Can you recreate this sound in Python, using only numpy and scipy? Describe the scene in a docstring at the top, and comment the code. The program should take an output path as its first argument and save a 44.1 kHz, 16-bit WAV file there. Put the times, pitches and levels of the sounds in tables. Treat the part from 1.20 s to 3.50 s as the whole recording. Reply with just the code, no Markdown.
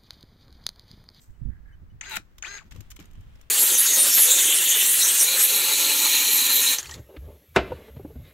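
"""First, dry grass swishes, light wind bumps the microphone and birds call far away in a vineyard.
Close by, battery pruning shears start with a clack: the geared motor spins up, labours through a
vine cane until it snaps, then runs back to open the blade. The cut cane ticks and scrapes against
its neighbours, and a sleeve rubs softly as the arm draws back."""
import sys
import numpy as np
from scipy import signal
from scipy.fft import rfft, irfft, next_fast_len
from scipy.io import wavfile
from scipy.ndimage import map_coordinates

SR = 44100
rng = np.random.default_rng(int(sys.argv[2]) if len(sys.argv) > 2 else 0)


def unload_wav(signal):
    """Save mono or channel-first audio to the path in sys.argv[1] as 16-bit WAV at rate SR, clipped to [-1, 1]."""
    wavfile.write(
        sys.argv[1],
        SR,
        np.round(np.clip(np.atleast_2d(signal).T, -1, 1) * 32767).astype(np.int16),
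    )


N = 101429
T = np.arange(N) / SR


def amp(db):
    """Turn decibels into a gain."""
    return 10 ** (np.asarray(db) / 20)


def unit(x):
    """Scale to an average strength (rms) of 1."""
    return x / np.sqrt(np.mean(x ** 2) + 1e-20)


def along(points, hz):
    """Read between (f/Hz, value) points on a log frequency axis."""
    f, v = np.transpose(points)
    return np.interp(np.log(hz + 1), np.log(f + 1), v)


def curves(rows):
    """One value per sample for each column after the time."""
    s, *cols = np.transpose(rows)
    return [np.interp(T, s, c) for c in cols]


def wobble(rate):
    """A smooth curve through `rate` random values a second."""
    return map_coordinates(rng.standard_normal(4096), [T * rate], mode="wrap")


def filtered(x, response):
    """Scale each frequency in x by response(hz)."""
    m = next_fast_len(N + 8192)
    return irfft(rfft(x, m) * response(np.fft.rfftfreq(m, 1 / SR)), m)[..., :N]


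def pan(db):
    """Left and right gains; a positive pan is louder on the left."""
    return amp(np.array([[.5], [-.5]]) * db)


def noise(spectrum, alike, balance=((100, 0), (10000, 0)), drive=1):
    """Stereo noise of rms 1, roughened by drive, then coloured. Likeness 1 is the same in both ears."""
    def colour(hz):
        turn = np.arccos(np.clip(along(alike, hz), -1, 1)) / 2
        return amp(along(spectrum, hz)) * [np.cos(turn), np.sin(turn)]
    mid, side = filtered(rng.standard_normal((2, N)) * drive, colour)
    return unit(filtered(np.array([mid + side, mid - side]), lambda hz: pan(along(balance, hz))))


def burst(s, length, ring=0.013, attack=0.00068):
    """Rise at time s, hold while the contact lasts, then fall 60 dB in `ring` seconds."""
    rise = np.clip((T - s) / attack, 0, 1)
    return rise * np.exp(-np.log(1000) * np.clip((T - s - length) / ring, 0, 10))


def blow(db, envelope, carrier):
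    """A short hit of noise whose energy does not depend on chance."""
    return amp(db) * unit(envelope * carrier) * np.sqrt(np.mean(envelope ** 2))


def tones(orders, angle, rough, shimmer_db=2):
    """Slightly unsteady tones at multiples of the shaft speed."""
    return sum(np.sqrt(2) * amp(db + shimmer_db * wobble(69.9)) * pan(lr)
               * np.sin(k * angle + rough * wobble(160)) for k, db, lr in orders)


# How loud the grass is: t/s, level/dB
GRASS_SWISH = [(0, -70), (.018, -58), (.045, -64), (.095, -77), (.11, -72), (.125, -77.5), (.3, -93),
               (.5, -110)]
# Its tone colour: f/Hz, level/dB
GRASS_COLOUR = [(1500, -12), (4000, -9.5), (6500, -3), (8200, 1), (10000, -17), (13500, -2), (15500, -14)]
def grass():
    """Dry grass gives a brief, grainy swish."""
    grain = amp(3.8 * wobble(1100))
    return amp(curves(GRASS_SWISH)[0]) * noise(GRASS_COLOUR, [(1000, 0.32), (10000, .1)], drive=grain)


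# Strength of the gusts: t/s, level/dB
GUSTS = [(0.0, -58), (0.07, -58), (0.1, -42.5), (0.17, -57.5), (0.22, -42.5), (0.27, -36.5), (0.34, -45.5),
         (0.94, -51), (0.99, -46.5), (1.06, -56), (1.5, -53), (1.54, -38.5), (1.66, -53.5), (1.76, -44.5),
         (1.81, -57.5), (1.98, -41), (2.28, -56), (2.3, -78)]
# The side they hit: t/s, pan/dB
GUST_PAN = [(0, 8), (.26, -19.5), (.5, -3), (.8, 1.5), (1.5, 5), (1.62, 9.5), (1.85, -8.5), (2.3, 11.5)]
# Sudden bumps of air: t/s, length/s, level/dB, pan/dB
BUMPS = [(0.209, 0.015, -40.5, -19), (0.249, 0.042, -36.5, -20), (0.614, 0.029, -44, -7.5),
         (0.717, 0.047, -45.5, -2), (1.581, .025, -42.5, 9.5), (1.969, 0.042, -47.5, -1)]
# Tone colours of gusts, bumps and open air: f/Hz, level/dB
GUST_COLOUR = [(20, 2), (45, 3.5), (90, -2), (150, -14.5), (300, -27.5), (500, -51.5), (1200, -77.5),
               (4000, -118)]
BUMP_COLOUR = [(25, -4), (60, -4), (95, 5), (140, -4), (220, -14.5), (330, -25), (600, -42.5), (2000, -74)]
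AIR_COLOUR = [(100, 9), (300, 4), (700, -3), (1700, -3.5), (2600, -12), (4500, -17.5), (8000, -22),
              (10000, -27), (15000, -18.5)]
# How alike the open air is in both ears: f/Hz, likeness
AIR_ALIKE = [(100, 1), (400, 0.15), (2000, 0), (6000, 0.12)]
def wind():
    """Gusts bump each microphone opening separately, over the hush of open country."""
    gusts = amp(curves(GUSTS)[0]) * pan(curves(GUST_PAN)[0])
    rumble = noise(GUST_COLOUR, alike=[(60, 0.3), (300, 0.7)])
    bumps = sum(amp(db) * pan(lr) * burst(s, length, ring=0.067, attack=0.0063)
                for s, length, db, lr in BUMPS)
    thud = noise(BUMP_COLOUR, alike=[(60, 0.28), (300, 0.24)])
    hush = amp(-65) * noise(AIR_COLOUR, AIR_ALIKE)
    return gusts * rumble + bumps * thud + hush


# Light clicks: t/s, level/dB, length/s, treble/dB, pan/dB, ring f/Hz
TICKS = [(0.103, -73, 0.00072, 4, 5, 8260), (1.1819, -44.5, 0.0037, -4, -2, 3510),
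         (1.5097, -48, 0.0061, -8, -6, 6700), (1.5198, -45.5, 0.007, -11.5, 6, 1766),
         (1.561, -48, 0.0028, -6, -3, 1093), (1.6058, -47, .004, -0.5, 1, 14000),
         (1.7033, -51, 0.012, 7, -1.5, 7100), (1.7158, -44.5, 0.0043, -8, 6, 3100),
         (1.761, -55.5, 0.0038, 7, -1, 6900), (1.7649, -45.5, 0.0035, -15, 8, 2900),
         (1.791, -48, 0.0025, -21, 16, 2400), (1.7987, -51, 0.0028, 3.5, -1, 2030),
         (1.807, -49, 0.0025, -10, -5, 2280), (1.825, -50, 0.0016, -10, -2, 2600),
         (1.8554, -55.5, 0.0024, 1, 1, 9000), (1.9115, -62.5, .001, 3, 10, 3010),
         (1.933, -67.5, .002, 8, -6, 13200), (1.9535, -57, 0.0027, -13, 9, 1050),
         (2.0088, -60.5, 0.00064, 5, 1, 13100), (2.1557, -56.5, 0.0007, -5, -7, 5200),
         (2.212, -57, 0.0027, 3.5, 7.5, 5600)]
# Their tone colour: f/Hz, level/dB
TWIG_COLOUR = [(300, -35), (800, -6.5), (1400, -2), (3200, 1.5), (4600, -4), (6800, 4.5), (10000, -8.5),
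               (13000, 1), (15500, -8.5)]
# How alike close sounds are in both ears: f/Hz, likeness
NEAR_ALIKE = [(300, .9), (2000, 0.19), (4500, -0.12), (7000, -0.21), (14000, -0.059)]
def ticks(treble_hz=5250):
    """The trigger and twigs click, each with a short ring."""
    wood = noise(TWIG_COLOUR, NEAR_ALIKE)
    treble = filtered(wood, lambda hz: hz ** 4 / (hz ** 4 + treble_hz ** 4))
    waver = 0.66 * wobble(400)
    sound = np.zeros((2, N))
    for s, db, length, bright, lr, hz in TICKS:
        click = burst(s, length, ring=0.022) * (wood + (amp(bright) - 1) * treble)
        ring = amp(-2) * burst(s, 0, ring=0.021) * np.sin(2 * np.pi * hz * T + waver)
        sound += amp(db) * pan(lr) * (click + ring)
    return sound


def arch(s, length):
    """A smooth hump from 0 to 1 and back, starting at time s."""
    return np.sin(np.pi * np.clip((T - s) / length, 0, 1))


# A small bird's calls: t/s, top f/Hz, level/dB
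PEEPS = [(.135, 2970, -75.5), (.52, 3040, -65.5), (.695, 2980, -69)]
def peeps(length_s=0.031, bend=.03):
    """A far bird peeps; each note rises and falls, with a faint octave above it."""
    sound = np.zeros(N)
    for s, hz, db in PEEPS:
        swell = arch(s, length_s)
        phase = 2 * np.pi * np.cumsum(hz * (1 + bend * (swell - 1))) / SR
        sound += amp(db) * swell * (np.sin(phase) + amp(-14) * np.sin(2 * phase))
    return sound


# A harsh bird's calls: t/s, length/s, level/dB
CAWS = [(0.29, 0.11, -65.5), (0.446, 0.12, -62)]
# Their tone colour: f/Hz, level/dB
CAW_COLOUR = [(800, -26), (1400, -9), (1670, 5), (1850, -4), (2150, -7), (2700, -35)]
def caws():
    """Another far bird gives two raspy calls."""
    calls = sum(amp(db) * np.sqrt(np.abs(arch(s, length))) for s, length, db in CAWS)
    return calls * noise(CAW_COLOUR, AIR_ALIKE, drive=amp(2.6 * wobble(200)))


# Gear teeth meeting: t/s, level/dB, length/s
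CLACKS = [(0.81, -31.5, 0.0053), (1.224, -31, 0.0049)]
# Their tone colour: f/Hz, level/dB
STEEL_COLOUR = [(300, -32), (900, -19.5), (1400, -3), (2600, 4), (4500, -16), (5600, -11), (6400, 8),
                (7100, 3.5), (8500, -21.5), (10000, -49), (15000, -37.5)]
def clacks():
    """The gears take up their slack each time the motor starts."""
    steel = noise(STEEL_COLOUR, NEAR_ALIKE, balance=[(500, 2.7), (2000, 7), (7000, 2.1)])
    return sum(blow(db, burst(s, length), steel) for s, db, length in CLACKS)


# Motor and gear tones, then high ones that ring the case: multiple of shaft speed, level/dB, pan/dB
WHINE_TONES = [(1, -62, 1), (3, -60, 7), (4, -46.5, 9), (5, -53.5, 8), (8, -70, 8), (10.2, -56, -9),
               (10.5, -63, 7), (12, -64, -12), (12.5, -63, -13)]
CASE_TONES = [(16, -46.5, 6), (17, -53, -13)]
# Tone colours of the housing and the rattling gears: f/Hz, level/dB
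HOUSING_COLOUR = [(300, -25), (1000, -1), (1500, 3.5), (2500, 7), (3000, -4.5), (3700, -4.5), (4300, -25),
                  (8000, -40)]
RATTLE_COLOUR = [(200, -14), (500, -18), (850, -9.5), (1100, -14), (1500, -3), (2300, -3.5), (3300, -10),
                 (4300, -7.5), (5000, -10.5), (5700, -17), (6900, -2.5), (7800, -14.5), (9500, -29.5),
                 (12500, -25.5), (15500, -37)]
# The side the shears are heard on: f/Hz, pan/dB
TOOL_PAN = [(200, -1.5), (700, -1.5), (1400, 9), (2400, 10.5), (4400, 1.5), (7000, -1.5), (10000, 3),
            (15000, 1.5)]
FREE_SPEED_HZ, CASE_HZ, CASE_WIDTH_HZ = 404, 6530, 410
MESH_PER_TURN, PULSE_DEPTH = 10.5, 0.26  # tooth contacts per turn; the rattle pulses once a turn
def motor(stroke):
    """One run of the motor whines and rattles. Returns the sound and the shaft angle."""
    speed, level = curves(stroke)
    angle = 2 * np.pi * np.cumsum(speed * (1 + .001 * wobble(90))) / SR
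    whine = tones(WHINE_TONES, angle, rough=0.05) * (speed / FREE_SPEED_HZ) ** 3.6  # louder when fast
    # High tones sing only near the pitch at which the case rings.
    high = tones(CASE_TONES, angle, rough=.1)
    sing = filtered(high, lambda hz: 1 / (1 + (2 * (hz - CASE_HZ) / CASE_WIDTH_HZ) ** 2))
    # The buzz of the teeth swells as it sweeps through the housing's ring.
    mesh_hz = MESH_PER_TURN * speed
    mesh_gain = amp(-47 + along(HOUSING_COLOUR, mesh_hz) + 3.3 * wobble(300))
    buzz = np.sqrt(2) * np.sin(MESH_PER_TURN * angle + 1.2 * wobble(600))
    mesh = mesh_gain * pan(along(TOOL_PAN, mesh_hz)) * buzz
    pulsing = (1 + PULSE_DEPTH * np.cos(angle)) * amp(2.5 * wobble(500))
    rattle = amp(-43.5) * noise(RATTLE_COLOUR, NEAR_ALIKE, TOOL_PAN, pulsing)
    start, end = stroke[0][0], stroke[-1][0]
    return (whine + sing + mesh + rattle) * amp(level) * burst(start, end - start), angle


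# The motor's two runs: t/s, shaft speed/Hz, level/dB
CLOSING_RUN = [(.812, 60, -10), (.822, 140.1, -8), (.833, 218.5, -3.5), (.857, 360.4, -1),
               (.873, 396.6, -1), (.895, 399.1, -1), (.918, 370.1, -0.5), (.942, 358.2, -3.5),
               (.968, 351.8, -2.5), (.985, 217.6, -25), (1.02, 80.5, -28)]
OPENING_RUN = [(1.226, 69.26, -8), (1.238, 149.9, -2), (1.253, 243.5, 2.5), (1.275, 366, 4),
               (1.292, 398.4, 1), (1.315, 403.4, 0.5), (1.373, 406.8, -0.5), (1.382, 356.8, 0.5),
               (1.395, 165, -9), (1.415, 106, -14.5), (1.445, 61, -24)]
def shears():
    """The motor drives the blade through the cane, then opens it again."""
    closing, angle = motor(CLOSING_RUN)
    opening, _ = motor(OPENING_RUN)
    return closing + cut(angle) + opening


# How hard the blade presses: t/s, level/dB
BLADE_FORCE = [(.875, -50), (.89, -20), (.898, -14), (.91, -10), (.92, 1), (.945, 0), (.966, -4.5),
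               (.974, -1), (.985, -16), (1.01, -48)]
# Tones of the straining gears: multiple of shaft speed, level/dB, pan/dB
GROWL_TONES = [(2.42, -46, 2.5), (3.96, -46, 7), (5.5, -52.5, 4), (6.25, -49, 9), (6.8, -53, 9),
               (7.48, -47.5, -2), (10.5, -58, -15)]
# Cracks before the cane gives way: t/s, level/dB, length/s
CRACKS = [(.8955, -40, 0.0051), (0.91, -35, 0.0015), (0.9562, -28, .003), (0.964, -29.5, 0.0026)]
# Tone colours of grinding gears, splitting wood and the snap: f/Hz, level/dB
GRIND_COLOUR = [(150, -13), (500, -11.5), (900, -7), (1400, -2.5), (2600, -1), (3300, -9), (3900, 8.5),
                (4700, -22), (9000, -20), (15000, -48)]
FIBRE_COLOUR = [(500, -47), (2000, 16), (5500, 0), (7400, 8.5), (10000, -5), (12000, 7), (15500, -2)]
SNAP_COLOUR = [(100, -23), (180, -18), (350, -21), (700, -7.5), (1050, -11.5), (1300, 4), (1650, -3),
               (2900, -1.5), (4500, -9.5), (8000, -11), (15000, -15.5)]
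def cut(angle):
    """Under load the gears growl and wood fibres split, until the cane snaps."""
    pressing = (T > BLADE_FORCE[0][0]) * (T < BLADE_FORCE[-1][0])
    force = amp(curves(BLADE_FORCE)[0]) * pressing
    growl = tones(GROWL_TONES, angle, rough=0.38)
    grind = amp(-38) * noise(GRIND_COLOUR, NEAR_ALIKE, TOOL_PAN, 1 + PULSE_DEPTH * np.cos(angle))
    crunch = amp(-39.5) * noise(FIBRE_COLOUR, NEAR_ALIKE, TOOL_PAN, amp(2.1 * wobble(1200)))
    fibres = noise(FIBRE_COLOUR, NEAR_ALIKE, TOOL_PAN)
    cracks = fibres * sum(amp(db) * burst(s, length) for s, db, length in CRACKS)
    breaking = burst(s=.9675, length=0.0036, ring=0.012)
    snap = blow(-23.5, breaking, noise(SNAP_COLOUR, NEAR_ALIKE, TOOL_PAN))
    return force * (growl + grind + crunch) + cracks + snap


# Dull knocks: t/s, level/dB, f/Hz
KNOCKS = [(0.973, -38.5, 197), (.998, -46.5, 306), (1.558, -48.5, 483), (1.612, -47, 297),
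          (1.79, -40.5, 314), (1.8, -40.5, 278)]
def knocks():
    """Hand and cane knock, each time with one low note that dies fast."""
    return sum(amp(db) * burst(s, 0, ring=0.052) * np.sin(2 * np.pi * hz * (T - s))
               for s, db, hz in KNOCKS)


# How loud the scraping cane is: t/s, level/dB
CANE_SCRAPE = [(.98, -95), (1.05, -65.5), (1.42, -70), (1.48, -54.5), (1.5, -79), (1.53, -62.5),
               (1.55, -50.5), (1.572, -50), (1.6, -56.5), (1.68, -64.5), (1.785, -86), (1.803, -45),
               (1.84, -53), (1.89, -63.5), (2.02, -70.5), (2.08, -66.5), (2.3, -71)]
# Its tone colour: f/Hz, level/dB
SCRAPE_COLOUR = [(200, 24), (700, 2.5), (1800, 6), (3200, 1), (5000, -3), (7000, -2.5), (10000, -18.5),
                 (13000, -2.5), (15500, -25)]
def scrape():
    """The cut cane brushes past the vine with a grainy rustle."""
    grain = amp(2.9 * wobble(700) + 1.23 * wobble(59.6))
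    return amp(curves(CANE_SCRAPE)[0]) * noise(SCRAPE_COLOUR, AIR_ALIKE, drive=grain)


# How loud the sleeve is: t/s, level/dB
SLEEVE_RUB = [(1.4, -104), (1.55, -64), (1.75, -68.5), (1.95, -66.5), (2.1, -65.5), (2.22, -64.5),
              (2.3, -71.5)]
# Its tone colour: f/Hz, level/dB
CLOTH_COLOUR = [(200, 0.5), (600, -1), (2000, -2.5), (3200, -1), (4500, -12), (8000, -16), (15000, -20)]
def sleeve():
    """Cloth rubs softly as the arm draws back."""
    return amp(curves(SLEEVE_RUB)[0]) * noise(CLOTH_COLOUR, AIR_ALIKE, drive=amp(1.7 * wobble(300)))


def echo(x, fade_s=0.12, level_db=-15):
    """The ground and vines scatter the sound into a short, weak tail."""
    t = T[:SR // 2]
    tail = rng.standard_normal((2, len(t))) * np.exp(-np.log(1000) * t / fade_s) * (t > .004)
    wet = signal.fftconvolve(x, tail / np.linalg.norm(tail[0]), axes=1)[:, :N]
    return filtered(wet, lambda hz: amp(level_db + along([(1500, 0), (6000, 2), (15000, -6)], hz)))


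def scene():
    """Add up all the sounds; only the wind has no echo."""
    sounds = grass() + ticks() + peeps() + caws() + clacks() + shears() + knocks() + scrape() + sleeve()
    return sounds + echo(sounds) + wind()


def record(dry):
    """Remove the highest treble, above 15800 Hz."""
    return filtered(dry, lambda hz: hz < 15800)


dry = scene()
out = record(dry)
unload_wav(out)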